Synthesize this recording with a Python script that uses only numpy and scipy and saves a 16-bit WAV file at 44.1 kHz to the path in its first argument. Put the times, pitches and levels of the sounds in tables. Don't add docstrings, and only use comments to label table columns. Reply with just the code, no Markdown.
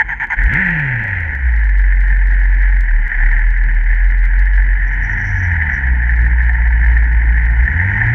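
import sys
import numpy as np
from scipy import signal
from scipy.fft import rfft, irfft, next_fast_len
from scipy.io import wavfile
from scipy.ndimage import uniform_filter1d, minimum_filter1d, map_coordinates

SR = 44100
rng = np.random.default_rng(int(sys.argv[2]) if len(sys.argv) > 2 else 0)


def wav_out(sig):
    wavfile.write(sys.argv[1], SR, np.round(np.clip(np.atleast_2d(sig).T, -1, 1) * 32767).astype(np.int16))


N = 358974
T = np.arange(N) / SR

# pitch_hz [Hz], level_db [relative dB]
CASE_COLOUR = [(330, -50), (560, -32.5), (651, -37.5), (719, -19), (807, -22), (892, -17.5), (986, -19),
               (1170, -30), (1270, -24.5), (1490, -6.5), (1760, 4), (2060, -3), (2760, -32.5), (2950, -38),
               (3100, -36.5), (4030, -59.5), (6820, -120)]
# pitch_hz [Hz], level_db [relative dB]
SIZZLE_COLOUR = [(2500, -10), (3800, 9), (5000, 3.5), (5900, -1), (6500, -0.5), (7200, -9), (10000, -14),
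                 (15000, -33.5)]
# middle_s [s], half_length_s [s], extra_db [dB of clatter]
EFFORT_SWELLS = [(.4, 0.091, 8.5), (.55, 0.029, 4.5), (.72, 0.13, 1), (2.66, 0.071, 3), (3.2, 0.19, 5),
                 (5.75, 0.19, 2), (8.02, 0.52, 2.5)]
# start_s, end_s [s]
DISSOLVE_S = (4.606, 5.56)

CATCH_S, CLUTCH_S = 0.367, 3.2
IDLE_HZ = 45
EFFORT_SHARE = 0.78


def revs():
    # time_s [s], firing_hz [Hz]
    idle_revs = [(.36, 37.95), (.45, 45.42), (2.8, 44.86), (2.95, 37.5), (3.2, 36.42), (3.55, 41.96),
                 (3.8, 38.56), (4.05, 43.83), (4.3, 41.13), (4.43, 46.52), (4.7, 44.4)]
    # time_s [s], firing_hz [Hz]
    ride_revs = [(4.8, 107.3), (5.25, 99.82), (5.51, 85.07), (5.9, 61.28), (6.17, 56.96), (6.42, 59.39),
                 (6.9, 56.45), (7.53, 55.64), (7.62, 59.77), (7.82, 91.3), (8.14, 121)]
    top_s, top_hz, rise_hz_per_s, fall_oct_per_s = .6, 193.4, 1090, 1.92
    since_top = T - top_s
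    falling_hz = top_hz * 2 ** (-fall_oct_per_s * since_top)
    flare_hz = np.clip(top_hz + rise_hz_per_s * since_top, 0, falling_hz)
    town_hz = (flare_hz ** 8 + curve(idle_revs) ** 8) ** (1 / 8)
    wander = 1 + .008 * walk(9)
    return town_hz * wander, curve(ride_revs) * wander, np.interp(T, DISSOLVE_S, [0, 1])


def engine(town_hz, road_hz, riding, octaves):
    # multiple [of the firing rate], level_db [relative dB]
    flare_overtones = [(.25, -33), (.5, -40.5), (.75, -42.5), (1.25, -49), (1.5, -47.5), (1.75, -45),
                       (2, -40), (2.5, -54.5), (3, -49), (4, -59), (5, -56)]
    idle_overtones = [(.5, -45), (1.5, -46.5), (2, -41), (2.5, -51.5), (3, -47.5), (4, -56.5)]
    ride_overtones = [(.5, -39), (.75, -28), (1.5, -44), (2, -34), (2.5, -45), (3, -35), (4, -48)]
    # middle_s [s], half_length_s [s], change_db [dB]
    boom_surges = [(.36, 0.046, -7), (.452, .02, 3), (.487, .02, 1), (2.87, 0.023, -4.5),
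                   (2.95, 0.022, 3.5), (3.11, 0.042, -13), (3.26, 0.035, 4), (4.95, 0.18, -2),
                   (5.06, .04, -1.5), (5.2, 0.034, -10)]
    # pitch_hz [Hz], level_db [relative dB]
    rasp_colour = [(1900, -7), (2400, -0.5), (2700, -7), (3300, -14), (3700, -35)]
    clatter_idle_db, clatter_db_per_oct, clatter_gear_db, clatter_road_db = -25.5, 4, 0.75, -0.08

    town_turns, road_turns = np.cumsum(town_hz) / SR, np.cumsum(road_hz) / SR
    running = np.interp(T, [CATCH_S - .01, CATCH_S + 0.014], [0, 1])
    revving, pulling = np.clip((np.array([town_hz, road_hz]) - 62) / 25, 0, 1)
    in_gear = np.clip((T - CLUTCH_S) / 0.12, 0, 1)

    throb_db = 1.5 * in_gear * np.sin(2 * np.pi * 6.4 * T + 1.1 * walk(3.5))
    town_boom = firing_line(town_turns, town_hz, swells(boom_surges) + throb_db)
    road_boom = firing_line(road_turns, road_hz, 6 * pulling + 0.86 * walk(14))
    boom = running * (1 - riding) * town_boom + riding ** 1.59 * road_boom

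    town_note = revving * overtones(town_turns, flare_overtones, rough=.8)
    town_note += (1 - revving) * overtones(town_turns, idle_overtones, rough=.6)
    town_note *= undb(-3 * (1 - in_gear) * (1.5 - revving))
    road_note = overtones(road_turns, ride_overtones, rough=.3)
    road_note = colour(road_note, [(20, 5.5), (180, -2.5), (280, -11.0), (500, -17.5)])
    effort_db = swells(EFFORT_SWELLS)
    note = running * (1 - riding) * town_note + riding ** 0.53 * road_note
    note *= undb(EFFORT_SHARE * effort_db - 0.75)

    shake = np.sqrt(1 - riding) * valves(town_turns, depth=0.3, scatter_db=1.5, tap_db=-8.0)
    shake += np.sqrt(riding) * valves(road_turns, depth=.28, scatter_db=1.5, tap_db=-9)
    rasp = undb(-18.5) * revving * unit(colour(shake, rasp_colour))
    clatter_db = clatter_idle_db + clatter_db_per_oct * octaves
    clatter_db = clatter_db + clatter_gear_db * in_gear + clatter_road_db * riding
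    clatter = (case(shake) + rasp) * running * undb(clatter_db + effort_db + .5 * walk(8))

    intake = undb(-46) * revving * unit(ring(rng.standard_normal(N), 545, 70))
    return boom + note + clatter + intake + crest_ticks(boom, riding)


def firing_line(turns, hz, db):
    # [dB, before surges and other changes]
    mount_boom = [(36, -11.5), (45, -9.5), (56, -11), (62, -10), (68, -23), (80, -20), (97, -21.5),
                  (106, -26.5), (117, -19), (170, -20.5), (195, -23.5)]
    mount_db = np.interp(hz, *np.transpose(mount_boom))
    return np.sqrt(2) * np.cos(2 * np.pi * turns) * undb(mount_db + db)


def overtones(turns, orders, rough):
    note = np.zeros(N)
    for multiple, db in orders:
        tone = np.sqrt(2) * np.cos(2 * np.pi * multiple * turns)
        note += undb(db) * tone * (1 + rough * walk(35))
    return note


def valves(turns, depth, scatter_db, tap_db):
    beat = (2 * turns).astype(int)
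    chance = rng.standard_normal((4096, 2))
    strength_db = scatter_db * np.clip(chance[beat, 0], -2, 2)
    strength = undb(strength_db - 2.8 * (beat % 2) - 0.38 * (beat // 2 % 2))
    swell = np.exp(depth * np.cos(2 * np.pi * turns + 0.52) + 0.067 * np.cos(4 * np.pi * turns))
    taps, at = np.zeros(N), np.flatnonzero(np.diff(beat))
    late = (0.001165 * SR * chance[beat[at], 1]).astype(int)
    taps[np.clip(at + late, 0, N - 1)] = strength[at + 1] * rng.choice([-1, 1], len(at))
    hiss = unit(swell * strength * rng.standard_normal(N))
    return unit(hiss + undb(tap_db) * unit(taps))


def case(shake):
    # pitch_hz [Hz], width_hz [Hz], level_db [dB against the broad ring]
    case_rings = [(528.6, 86, -32.5), (899.5, 140, -25.5), (1811, 46, -8.5), (2926, 140, -33.5),
                  (5770, 350, -51.5)]
    rings = sum(undb(db) * unit(ring(shake, hz, width)) for hz, width, db in case_rings)
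    body = unit(unit(colour(shake, CASE_COLOUR)) + rings)
    return body + undb(-43.5) * unit(colour(shake, SIZZLE_COLOUR))


def crest_ticks(boom, riding):
    rate_per_s = 650 * np.minimum(np.abs(boom) / .5, 1) ** 4
    chance, size = rng.random(N), rng.standard_normal(N)
    clicks = (chance < rate_per_s / SR) * np.sign(boom) * undb(8.35 * np.clip(size, -2, 2) - 40.5)
    bright = colour(clicks, [(2500, 4), (3800, 5.5), (7000, -6.5), (10000, -14.5), (15000, -18.0)])
    dull = colour(clicks, [(2500, -9), (3800, 5), (7000, -7.0), (10000, -18.5), (15000, -47)])
    return (1 - riding) * bright + riding * dull


def starter():
    # start_s [s], length_s [s], level_db [relative dB]
    crank_bursts = [(-.01, 0.028, -8.5), (0.086, 0.053, -21.5), (0.2, 0.049, -18.5), (.302, 0.04, -17)]
    # pitch_hz [Hz], level_db [relative dB]
    grind_colour = [(330, -71.5), (560, -26.5), (642, -57), (670, -30), (704, -19.5), (842, -10.5),
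                    (972, -11.5), (1160, -24.5), (1280, -30.5), (1330, -18.5), (1500, -5), (1770, -1.5),
                    (2180, -6), (2760, -32.5), (3100, -26), (4030, -74), (6820, -120)]
    strain = np.zeros(N)
    load = undb(-29.5) * np.interp(T, [.36, .39], [1, 0])
    for s, length, db in crank_bursts:
        corners_s = [s - .003, s + 0.0013, s + length - .008, s + length + 0.01]
        load = load + undb(db) * np.interp(T, corners_s, [0, 1, 1, 0])
        strain += np.interp(T, [s, s + length, s + length + .02], [0, 1, 0])
    whine_hz = 1020 - 200 * np.minimum(strain, 1) + 34 * walk(259.2)
    mesh = np.cumsum(whine_hz) / SR
    whine = undb(-8) * np.sin(2 * np.pi * mesh) + undb(4) * np.sin(4 * np.pi * mesh)
    whine = np.sqrt(strain) * whine
    pulses = np.exp(0.54 * np.cos(2 * np.pi * 175 * T + walk(40.7)))
    teeth = unit(pulses * rng.standard_normal(N))
    grind = undb(-3.0) * unit(colour(teeth, grind_colour))
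    grind += undb(-45) * unit(ring(teeth, 6430, 300))
    grind += undb(-45.5) * unit(colour(teeth, SIZZLE_COLOUR))
    return load * (grind + whine)


def knocks():
    # time_s [s], level_db [relative dB]
    hard_knocks = [(.3879, -4), (.5715, -1), (.594, -10), (1.9235, -7.5), (3.1167, -3.5), (3.2257, -7.5),
                   (3.3285, -6.5), (3.3785, -7), (3.929, -8), (5.0955, -2), (5.1749, -6.5), (5.6212, -2.5),
                   (5.698, -3.5), (6.0937, -4.5), (6.2654, -4.5), (6.4043, -5.5), (6.4941, -3),
                   (6.8613, -5.5), (6.9666, -5), (7.6774, -1.5), (7.7987, -1.5), (7.978, -3), (8.0154, 4)]
    light_knocks = scattered(2.5 * (T > CLUTCH_S), -9.5, spread_db=1.5)
    blows = coloured_impulses(list(hard_knocks) + light_knocks, CASE_COLOUR)
    return undb(-4.5) * blows + ring(blows, 1810, 150)


def ticks(octaves):
    # time_s [s], peak_db [dB]
    timed_ticks = [(.2374, -37), (.2713, -39), (.3386, -35), (.4384, -28.5), (.5387, -23), (.5721, -35),
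                   (.6719, -35), (.7053, -33), (1.039, -34), (1.2055, -36), (2.809, -28.5), (4.2522, -36)]
    before_ride = (T > CATCH_S) * (T < DISSOLVE_S[0])
    faint_ticks = scattered(2.3 * 2 ** octaves * before_ride, -34.5, spread_db=1)
    return coloured_impulses(list(timed_ticks) + faint_ticks, [(2500, 5.0), (6000, -4.5), (15000, -14.5)])


def tyres(riding, octaves):
    roll = rng.standard_normal(N)
    song = unit(ring(roll, 900, 120) + 0.63 * ring(roll, 745, 83))
    return song * riding * undb(-42.5 + 1.2 * octaves + 1.7 * walk(9))


def whistle():
    # [dB, before the flutter]
    air_puffs = [(4.88, .01, -57), (4.933, 0.012, -53), (5.057, .04, -54), (5.13, 0.013, -53),
                 (5.33, 0.15, -49), (5.747, 0.032, -54.5)]
    tone = unit(np.sin(2 * np.pi * np.cumsum(5800 + 200 * walk(420)) / SR))
    air = unit(ring(rng.standard_normal(N), 5780, 600))
    blowing = swells([(s, half, undb(db)) for s, half, db in air_puffs])
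    flutter = unit(undb(4 * np.minimum(walk(60), 1)))
    return unit(tone + undb(6.0) * air) * blowing * flutter


def rumble(riding, octaves):
    # pitch_hz [Hz], level_db [relative dB]
    frame_colour = [(20, -20.5), (40, 6.5), (52, 8), (80, -8.5), (130, -6.5), (200, -15.5), (290, -18.5),
                    (380, -26), (540, -30), (650, -45.5), (1500, -59.5)]
    idle_db, db_per_oct, road_db = -31, 2, 3
    shake = colour(rng.standard_normal(N), frame_colour)[::-1]
    db = idle_db + db_per_oct * octaves + road_db * np.sqrt(riding) + EFFORT_SHARE * swells(EFFORT_SWELLS)
    return unit(shake) * undb(db + 2.0 * walk(12))


def undb(db):
    return 10 ** (np.asarray(db) / 20)


def unit(x):
    return x / np.sqrt(np.mean(x ** 2))


def curve(rows):
    return np.interp(T, *np.transpose(rows))


def walk(rate):
    knots = rng.standard_normal(4096)
    return unit(map_coordinates(knots, [T * rate], order=1, mode="wrap"))


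def swells(rows):
    return sum(height * np.exp(-((T - s) / half) ** 2) for s, half, height in rows)


def colour(x, points):
    hz, db = np.transpose(points)
    size = next_fast_len(N + SR // 2, real=True) // 2 * 2
    octave = np.log2(np.maximum(np.fft.rfftfreq(8192, 1 / SR), 1))
    outside = np.abs(octave - np.clip(octave, np.log2(hz[0]), np.log2(hz[-1])))
    gain = undb(np.interp(octave, np.log2(hz), db) - np.minimum(30 * outside, 50))
    cepstrum = irfft(np.log(gain))
    cepstrum[1:len(gain) - 1] *= 2
    cepstrum[len(gain):] = 0
    impulse = irfft(np.exp(rfft(cepstrum)))
    return irfft(rfft(x, size) * rfft(impulse, size))[:N]


def ring(x, hz, width_hz):
    b, a = signal.iirpeak(hz, hz / width_hz, SR)
    return signal.lfilter(b, a, signal.lfilter(b, a, x))


def impulses(rows):
    out = np.zeros(N)
    for s, db in rows:
        out[int(np.clip(s * SR, 0, N - 1))] += undb(db)
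    return out


def coloured_impulses(rows, points):
    one_impulse = colour(impulses([(0, 0.0067)]), points)
    return colour(impulses(rows), points) / np.abs(one_impulse).max()


def scattered(per_s, db, spread_db):
    chance = rng.random((200, 2))
    due = np.cumsum(per_s) / SR
    counts = np.cumsum(.2 + 1.6 * chance[:, 0])
    rows = []
    for count, u in zip(counts, chance[:, 1]):
        if count < due[-1]:
            rows.append((np.interp(count, due, T), db + spread_db * (2 * u - 1)))
    return rows


def scene():
    town_hz, road_hz, riding = revs()
    octaves = np.log2(((1 - riding) * town_hz + riding * road_hz) / IDLE_HZ)
    bike = engine(town_hz, road_hz, riding, octaves) + starter() + knocks() + ticks(octaves)
    return (bike + tyres(riding, octaves) + whistle() + rumble(riding, octaves))[None]


def record(dry):
    ceiling, size = .85, 128
    need = np.minimum(1, ceiling / np.maximum(np.abs(dry), 1e-9))
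    held = minimum_filter1d(need, 2 * size)
    gain = uniform_filter1d(uniform_filter1d(held, size), size)
    top_cut = signal.ellip(8, .2, 70, 15800, fs=SR, output="sos")
    return signal.sosfilt(top_cut, dry * gain)


dry = scene()
out = record(dry)
wav_out(out)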